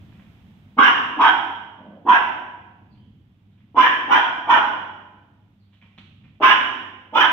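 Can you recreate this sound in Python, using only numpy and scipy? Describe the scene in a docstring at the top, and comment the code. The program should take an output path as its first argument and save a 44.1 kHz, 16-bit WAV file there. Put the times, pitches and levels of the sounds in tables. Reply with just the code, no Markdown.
"""A small puppy yaps eight times at a tiger cub, in a glass-walled hall laid with artificial turf, heard by a stereo pair.
Each yap is a low grunt from the chest and vocal-fold pulses with air, shaped by three throat resonances;
the tone opens as the jaw does, brightens with strain, then sags and roughens, and the hall rings for about a second.
Nearby, a soft growl and paws scuffing the turf (shaped noise); far off, thin chirps (falling sine tones).
Behind it all, ventilation: rumble and hiss of shaped noise, louder at first, and a hum of two wavering tones."""
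import sys
import numpy as np
from scipy import signal
from scipy.fft import rfft, irfft, next_fast_len
from scipy.io import wavfile
from scipy.ndimage import uniform_filter1d, minimum_filter1d, map_coordinates

SR = 44100
rng = np.random.default_rng(int(sys.argv[2]) if len(sys.argv) > 2 else 0)


def dump(signal):
    """Clip the signal to [-1, 1] and save it as 16-bit WAV at the path in sys.argv[1]."""
    limited = np.clip(np.atleast_2d(signal).T, -1, 1)
    pcm = np.round(limited * 32767).astype(np.int16)
    wavfile.write(sys.argv[1], SR, pcm)


N = 322812
T = np.arange(N) / SR

# Ventilation rumble, also the colour of a paw's thud: [f/Hz, relative level per Hz/dB]
RUMBLE_SPECTRUM = [(12, -61), (20, -25), (46, -11), (88, -2), (107, 0), (172, -4.5), (198, 0.5),
                   (225, -5.5), (349, -18), (386, -22.5), (600, -32.5), (780, -58.5), (1320, -120)]
# Ventilation hiss: [f/Hz, relative level per Hz/dB]
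HISS_SPECTRUM = [(200, -13.5), (400, -13), (700, -5), (1200, -10.5), (1900, -11), (3400, -11.5),
                 (4400, -23.5), (7000, -29.5), (10000, -35), (15000, -30)]
# Ventilation motor tones: [f/Hz, rms level before the microphones/dB]
HUM_TONES = [(99, -59.5), (200, -66.5)]
# Far-off chirps: [start t/s, length t/s, start f/Hz, end f/Hz, relative level before the hall/dB]
CHIRPS = [(2.891, .05, 4840, 4120, -74), (2.943, 0.16, 3110, 3031, -72), (5.576, 0.13, 4760, 3120, -77.5)]
# Paw steps: [t/s, relative level/dB, f/Hz towards which the rustle is shifted]
STEPS = [(0.1244, -54.5, 2130), (0.1883, -52, 1760), (2.9481, -60.5, 2920), (3.5198, -63, 3310),
         (3.5794, -59, 2365), (5.7276, -53, 3250), (5.8182, -45.5, 2310), (5.9795, -42, 3075),
         (6.24, -49.5, 2610)]
# Rustle of the plastic blades: [f/Hz, relative level per Hz/dB]
TURF_SPECTRUM = [(200, -35.5), (500, -19), (1100, -6.5), (1600, -9.5), (2400, 0), (3300, -5), (4200, -24),
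                 (5600, -28), (9000, -44.5), (15000, -52.5)]
# Closed-mouth colour of the growl: [f/Hz, relative level/dB]
GROWL_COLOUR = [(60, -44), (130, -18.5), (205, 4), (320, -7.5), (420, -17), (600, -3), (900, -17.5),
                (1500, -28.5), (5000, -93.5)]
# Chest colour of the grunt under each yap: [f/Hz, relative level/dB]
CHEST_COLOUR = [(30, -54), (110, -21.5), (175, -11), (290, 5.5), (400, -4), (550, -2.5), (850, -3.5),
                (1300, -22), (2500, -53), (6000, -87)]
# Colour of the hissy voice between the teeth: [f/Hz, relative level/dB]
MUZZLE_COLOUR = [(500, -75), (1200, -7.5), (2000, -9.5), (2300, 1.5), (2600, -2.5), (3200, 0.5),
                 (3550, -9.5), (4200, -31.5), (5700, -21), (6500, -37), (7200, -35), (8600, -46.5),
                 (11500, -47.5), (13500, -31), (15500, -33.5)]
# Yaps: [start t/s, mouth opening t/s, rms level over the first 0.2 s before the microphones/dB, nominal pitch f/Hz,
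# droop of the jaw/0-1, second resonance at full strain f/Hz, its relative level/dB, third resonance f/Hz,
# its relative level/dB, relative grunt level/dB, right minus left level before the microphones/dB]
YAPS = [ (.768, .022, -10.5, 526.8, .5, 1700, 1.5, 2844, -5, -15, -0.5),
        (1.171, .038, -13, 475.1, .7, 1565, -0.5, 3186, -8, -18.5, -0.5),
        (2.049, .046, -12.5, 481.7, .9, 1603, -1, 2680, -10.5, -18, 0),
        (3.745, .036, -12.5, 498.6, 0.4, 1726, 1.5, 3014, -4.5, -15.5, 0),
        (4.072, .046, -14.5, 479.5, .9, 1585, 1.5, 3105, -7, -15, -0.5),
        (4.458, .050, -13.5, 486, .85, 1551, -4, 2947, -12, -19.5, -0.5),
        (6.400, .040, -11.5, 513.7, .35, 1667, 0, 2906, -4, -17.5, -1),
        (7.123, .044, -14.5, 484, 0.4, 1583, 2, 2974, -4.5, -17.5, 0.5)]
# Ring of the hall: [f/Hz, t60/s]
HALL_RING = [(150, 1.5), (400, 1.435), (1000, 0.87), (2800, 0.94), (6000, .8), (9000, 1.1), (14000, 0.32)]
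# Imbalance of the stereo pair: [f/Hz, level by which the right microphone is louder/dB]
MIC_BALANCE = [(100, 1), (400, 1), (900, 2), (1500, 4), (2800, 7.5), (5500, 3.5), (8000, 3.5), (13000, 7.5)]

RUMBLE_DB, HISS_DB = -57.5, -72.5  # settled background
EARLY_RUMBLE_DB, EARLY_HISS_DB, SETTLE_S = 9, 11, 1.1  # extra level at first, and how soon it settles
TURF_HZ = 2430  # centre of the turf's spectrum
GROWL_S, GROWL_LENGTH_S = 1.75, .3
YAP_S, RELEASE_DB_PER_S = .125, 1401.5  # each yap is one push of the chest, cut off this fast
ONSET_DB, SAG_DB = 35, 7  # the voice swells by this while the mouth opens, then sags as the air runs out
GRUNT_ONSET_DB, GRUNT_SAG_DB = 6, 10  # the same for the grunt, which is there almost at once
PITCH_RISE, PITCH_ARCH = 1.03, .34  # ratio to nominal pitch, jaw wide; share lost with the jaw shut
FIRST_RATIO, FIRST_ARCH = 2.198, .34  # the same for the first resonance, near the second harmonic
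STRAIN_S, STRAIN_DB, SLACK_DB = .088, 1.5, -22  # time to full strain; gain of upper resonances, full and none
SECOND_GLIDE, SECOND_DROOP = .34, .07  # shares the second resonance loses: throat slack, jaw drooping
ROUGH, ROUGH_ONSET, ROUGH_END = 0.34, 3.6, 0.75  # share of air at the cleanest; added at start and at end
AIR_SAG_DB = 3.5  # the hiss between the teeth weakens by this much more than the voice
TOP_HZ = 15600  # band limit of the microphones' signal


def amp(db):
    """Decibels to gain."""
    return 10 ** (np.asarray(db) / 20)


def unit(x):
    """Scale to rms 1."""
    return x / np.sqrt(np.mean(x ** 2) + 1e-20)


def along(points, hz):
    """Read (f/Hz, value) points on a log frequency axis."""
    f, v = np.transpose(points)
    return np.interp(np.log(hz + 1), np.log(f), v)


def filtered(x, response):
    """Multiply the spectrum of x by a response of frequency."""
    n = x.shape[-1]
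    m = next_fast_len(n + 8192)
    return irfft(rfft(x, m) * response(np.fft.rfftfreq(m, 1 / SR)), m)[..., :n]


def coloured(x, spectrum):
    """Shape x by a (f/Hz, level/dB) spectrum, at rms 1."""
    return unit(filtered(x, lambda hz: amp(along(spectrum, hz))))


def wobble(rate, n):
    """A smooth random curve of n samples, with rate knots a second."""
    knots = rng.standard_normal(int(n * rate / SR) + 4)
    at = np.arange(0, len(knots) - 1, 1 / 8)
    return np.interp(np.arange(n) * rate / SR, at, map_coordinates(knots, [at]))


def add(track, s, sound):
    """Mix a sound into the track at time s."""
    part = track[..., max(round(s * SR), 0):][..., :sound.shape[-1]]
    part += sound[..., :part.shape[-1]]


def diffuse(n, spacing_m=0.12):
    """Noise from all sides at two spaced microphones: alike in the bass, unrelated in the treble."""
    def rotation(hz):
        alike = 0.97 * np.sinc(2 * hz * spacing_m / 343)  # 343 m/s: speed of sound
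        angle = np.arccos(np.clip(alike, -1, 1)) / 2
        return np.array([np.cos(angle), np.sin(angle)])

    mid, side = filtered(rng.standard_normal((2, n)), rotation)
    return np.array([mid + side, mid - side])


def ventilation(swell_db=-2.4, drift_rad=0.23):
    """Low rumble and faint hiss from all around, louder at first, and a slightly unsteady motor hum."""
    early = np.exp(-(T / SETTLE_S) ** 2)
    rumble_db = RUMBLE_DB + EARLY_RUMBLE_DB * early + swell_db * wobble(3.9, N)
    rumble = amp(rumble_db) * coloured(diffuse(N), RUMBLE_SPECTRUM)
    hiss = amp(HISS_DB + EARLY_HISS_DB * early) * coloured(diffuse(N), HISS_SPECTRUM)
    hum = np.zeros(N)
    for hz, db in HUM_TONES:
        phase = 2 * np.pi * hz * T + drift_rad * wobble(4, N)
        hum += amp(db) * unit(np.sin(phase))
    return rumble + hiss + hum


def hall(x, direct_db, early_db, early_t60, build_s=0.0074, lag_s=.00007, shadow_hz=1600):
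    """Direct sound, dulled by the head facing away; a burst from the near panes; the long ring of the hall."""
    t = np.arange(SR) / SR
    field = diffuse(SR)
    hz, when, bands = signal.stft(field, SR, nperseg=256)
    decay = amp(-60 * when / along(HALL_RING, hz)[:, None])
    tail = signal.istft(bands * decay, SR, nperseg=256)[1][:, :SR]
    tail *= 1 - np.exp(-t / build_s)
    panes = field[:, ::-1] * amp(-60 * t / early_t60)  # reversed, so unlike the tail
    echo = tail / np.linalg.norm(tail[0]) + amp(early_db) * panes / np.linalg.norm(panes[0])
    direct = np.exp(-2 * np.pi * shadow_hz * t)
    for microphone, s in zip(echo, (0, lag_s)):  # the left one hears it first
        add(microphone, s, amp(direct_db) * direct / direct.sum())
    return signal.fftconvolve(x[None], echo, axes=1)


def chirps(waver=0.049, flutter_db=4):
    """Thin, faint, broken whistles: sine tones that fall in pitch, wavering in pitch and level."""
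    track = np.zeros(N)
    for s, length, start_hz, end_hz, db in CHIRPS:
        n = int(length * SR)
        hz = np.geomspace(start_hz, end_hz, n) * (1 + waver * wobble(260, n))
        level = amp(db + flutter_db * wobble(60, n)) * signal.windows.tukey(n)
        add(track, s, level * np.sin(2 * np.pi * np.cumsum(hz) / SR))
    return track


def paws(gain_db=-13, rise_s=0.004, t60=0.17, brush_db=-5, brush_t60=0.6, grain_db=5, thud_db=-2, shift=.5):
    """Each step thuds softly and crushes a patch of plastic blades, which brush on as they spring back."""
    track, n = np.zeros(N), SR // 2
    t = np.arange(n) / SR
    crush = amp(-60 * t / t60)
    brush = amp(brush_db - 60 * t / brush_t60)
    pressure = (crush + brush) * (1 - np.exp(-t / rise_s))
    for s, db, centre_hz in STEPS:
        stretch = (centre_hz / TURF_HZ) ** shift  # part of the way to the step's own centre
        spectrum = np.multiply(TURF_SPECTRUM, [stretch, 1])
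        grains = rng.standard_normal(n) * amp(grain_db * wobble(640, n))
        blades = coloured(grains, spectrum)
        thud = amp(thud_db) * coloured(rng.standard_normal(n), RUMBLE_SPECTRUM)
        add(track, s - rise_s, amp(db + gain_db) * pressure * (blades + thud))
    return track


def folds(pitch_hz, rough, jitter=0.015, flutter_db=3, count=14):
    """Unsteady vocal-fold overtones, mixed with air that is let through once a cycle."""
    n = len(pitch_hz)
    phase = 2 * np.pi * np.cumsum(pitch_hz * (1 + jitter * wobble(260, n))) / SR
    # so small a mouth radiates no fundamental
    pulses = unit(sum(np.cos(k * phase) for k in range(2, count + 2)))
    air = unit(rng.standard_normal(n) * (1 + 0.47 * np.cos(phase)))
    air *= np.sqrt(SR / 2 / (count * np.mean(pitch_hz)))  # same power per Hz as the pulses
    rough = np.clip(rough, 0, 1)
    mix = np.sqrt(1 - rough) * pulses + np.sqrt(rough) * air
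    return mix * amp(flutter_db * wobble(190, n))


def growl(dry_db=-53, pitch_hz=102):
    """A soft closed-mouth growl before the third yap: low, very breathy vocal folds."""
    track, n = np.zeros(N), int(GROWL_LENGTH_S * SR)
    voice = coloured(folds(np.full(n, pitch_hz), 0.83), GROWL_COLOUR)
    add(track, GROWL_S, amp(dry_db) * signal.windows.tukey(n) * voice)
    return track


def resonance(x, hz, width_hz, top_hz=3550):
    """A steep-sided throat resonance centred on the curve hz; soft tissue absorbs what lies above top_hz."""
    carrier = np.exp(2j * np.pi * np.cumsum(hz) / SR)
    pole = np.exp(-np.pi * width_hz / SR)
    # shift the centre to zero, ring there, and shift back
    ring = (signal.lfilter([1], np.poly([pole, pole]), x / carrier) * carrier).real
    return unit(signal.sosfilt(signal.butter(10, top_hz, fs=SR, output="sos"), ring))


def yap(opening, pitch_hz, droop, second_hz, second_db, third_hz, third_db, grunt_db):
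    """One yap: the jaw arches pitch and first resonance, strain brightens it, spent air makes it hoarse."""
    t = np.arange(SR // 4) / SR
    shut = np.clip(1 - t / opening, 0, 1)  # 1 at the start, 0 once the mouth is open
    spent = np.clip((t - opening) / (YAP_S - opening), 0, 1.25)  # share of the air used since then
    release_db = -RELEASE_DB_PER_S * np.maximum(t - YAP_S, 0)
    push_db = release_db - ONSET_DB * shut ** 1.5 - SAG_DB * spent
    chest_db = release_db - GRUNT_ONSET_DB * shut ** 2 - GRUNT_SAG_DB * spent
    jaw = shut ** 1.6 + droop * spent ** 2  # 0 = wide open
    strain = np.minimum(t / STRAIN_S, 1)
    strain_db = SLACK_DB + (STRAIN_DB - SLACK_DB) * strain

    voice_hz = pitch_hz * PITCH_RISE * (1 - PITCH_ARCH * jaw)
    first_hz = pitch_hz * FIRST_RATIO * (1 - FIRST_ARCH * jaw)
    slack_loss = SECOND_GLIDE * (1 - strain) ** 1.3
    droop_loss = SECOND_DROOP * droop * spent ** 2
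    tongue_hz = second_hz * (1 - slack_loss - droop_loss)

    # the tone is cleanest just as the mouth opens, then breaks up
    hoarse = ROUGH + ROUGH_ONSET * shut ** 2 + ROUGH_END * spent ** 2
    voice = folds(voice_hz, hoarse, jitter=0.025, flutter_db=2)
    rasp = folds(tongue_hz / 3, hoarse + 0.058, jitter=.02, flutter_db=2)  # the folds slip out of step
    fade_db = -3.5 * spent ** 2  # the first resonance yields to the upper ones
    first = amp(fade_db) * resonance(voice, first_hz, width_hz=340)
    second = amp(second_db - 1) * resonance(rasp, tongue_hz, width_hz=510)
    third = amp(third_db - 4) * resonance(rasp, np.full(len(t), third_hz), width_hz=330)

    # turbulence between the teeth, at its cap before strain is full
    air = amp(third_db - 2) * coloured(folds(voice_hz, 0.44), MUZZLE_COLOUR)
    air *= amp(np.minimum(strain_db + 6, 1.5) - AIR_SAG_DB * spent)
    mouth = amp(push_db) * (first + amp(strain_db) * (second + third) + air)
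    mouth = signal.sosfilt(signal.butter(6, 680, "high", fs=SR, output="sos"), mouth)
    low_folds = folds(voice_hz / 4, 0.6, flutter_db=4, count=20)
    grunt = amp(grunt_db - 3 + chest_db) * coloured(low_folds, CHEST_COLOUR)
    return (mouth + grunt) * np.clip(t / 0.0019, 0, 1)


def barking():
    """The eight yaps, each ringing on in the hall with a freshly drawn random echo."""
    track = np.zeros((2, N))
    for s, opening, db, *throat, pan_db in YAPS:
        sound = hall(yap(opening, *throat), direct_db=1, early_db=3, early_t60=0.09)
        loudness = np.std(sound[:, :SR // 5], axis=1, keepdims=True)
        balance = amp([[-pan_db / 2], [pan_db / 2]])
        add(track, s, sound / loudness * amp(db) * balance)
    return track


def scene():
    """Everything that sounds in the hall; the chirps are far off and arrive mostly as echo."""
    far = hall(chirps(), direct_db=-6, early_db=0, early_t60=.15)
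    near = hall(growl() + paws(), direct_db=6.5, early_db=-1.5, early_t60=.15)
    return ventilation() + (far + near)[:, :N] + barking()


def record(dry):
    """The right microphone hears more treble; a limiter turns peaks down to full scale, then a band limit."""
    sides = np.array([[-1], [1]]) / 2
    heard = filtered(dry, lambda hz: amp(along(MIC_BALANCE, hz) * sides))
    needed = 1 / np.maximum(np.abs(heard).max(axis=0), 1)
    gain = uniform_filter1d(minimum_filter1d(needed, size=400), size=400)
    return filtered(heard * gain, lambda hz: hz < TOP_HZ)


dry = scene()
out = record(dry)
dump(out)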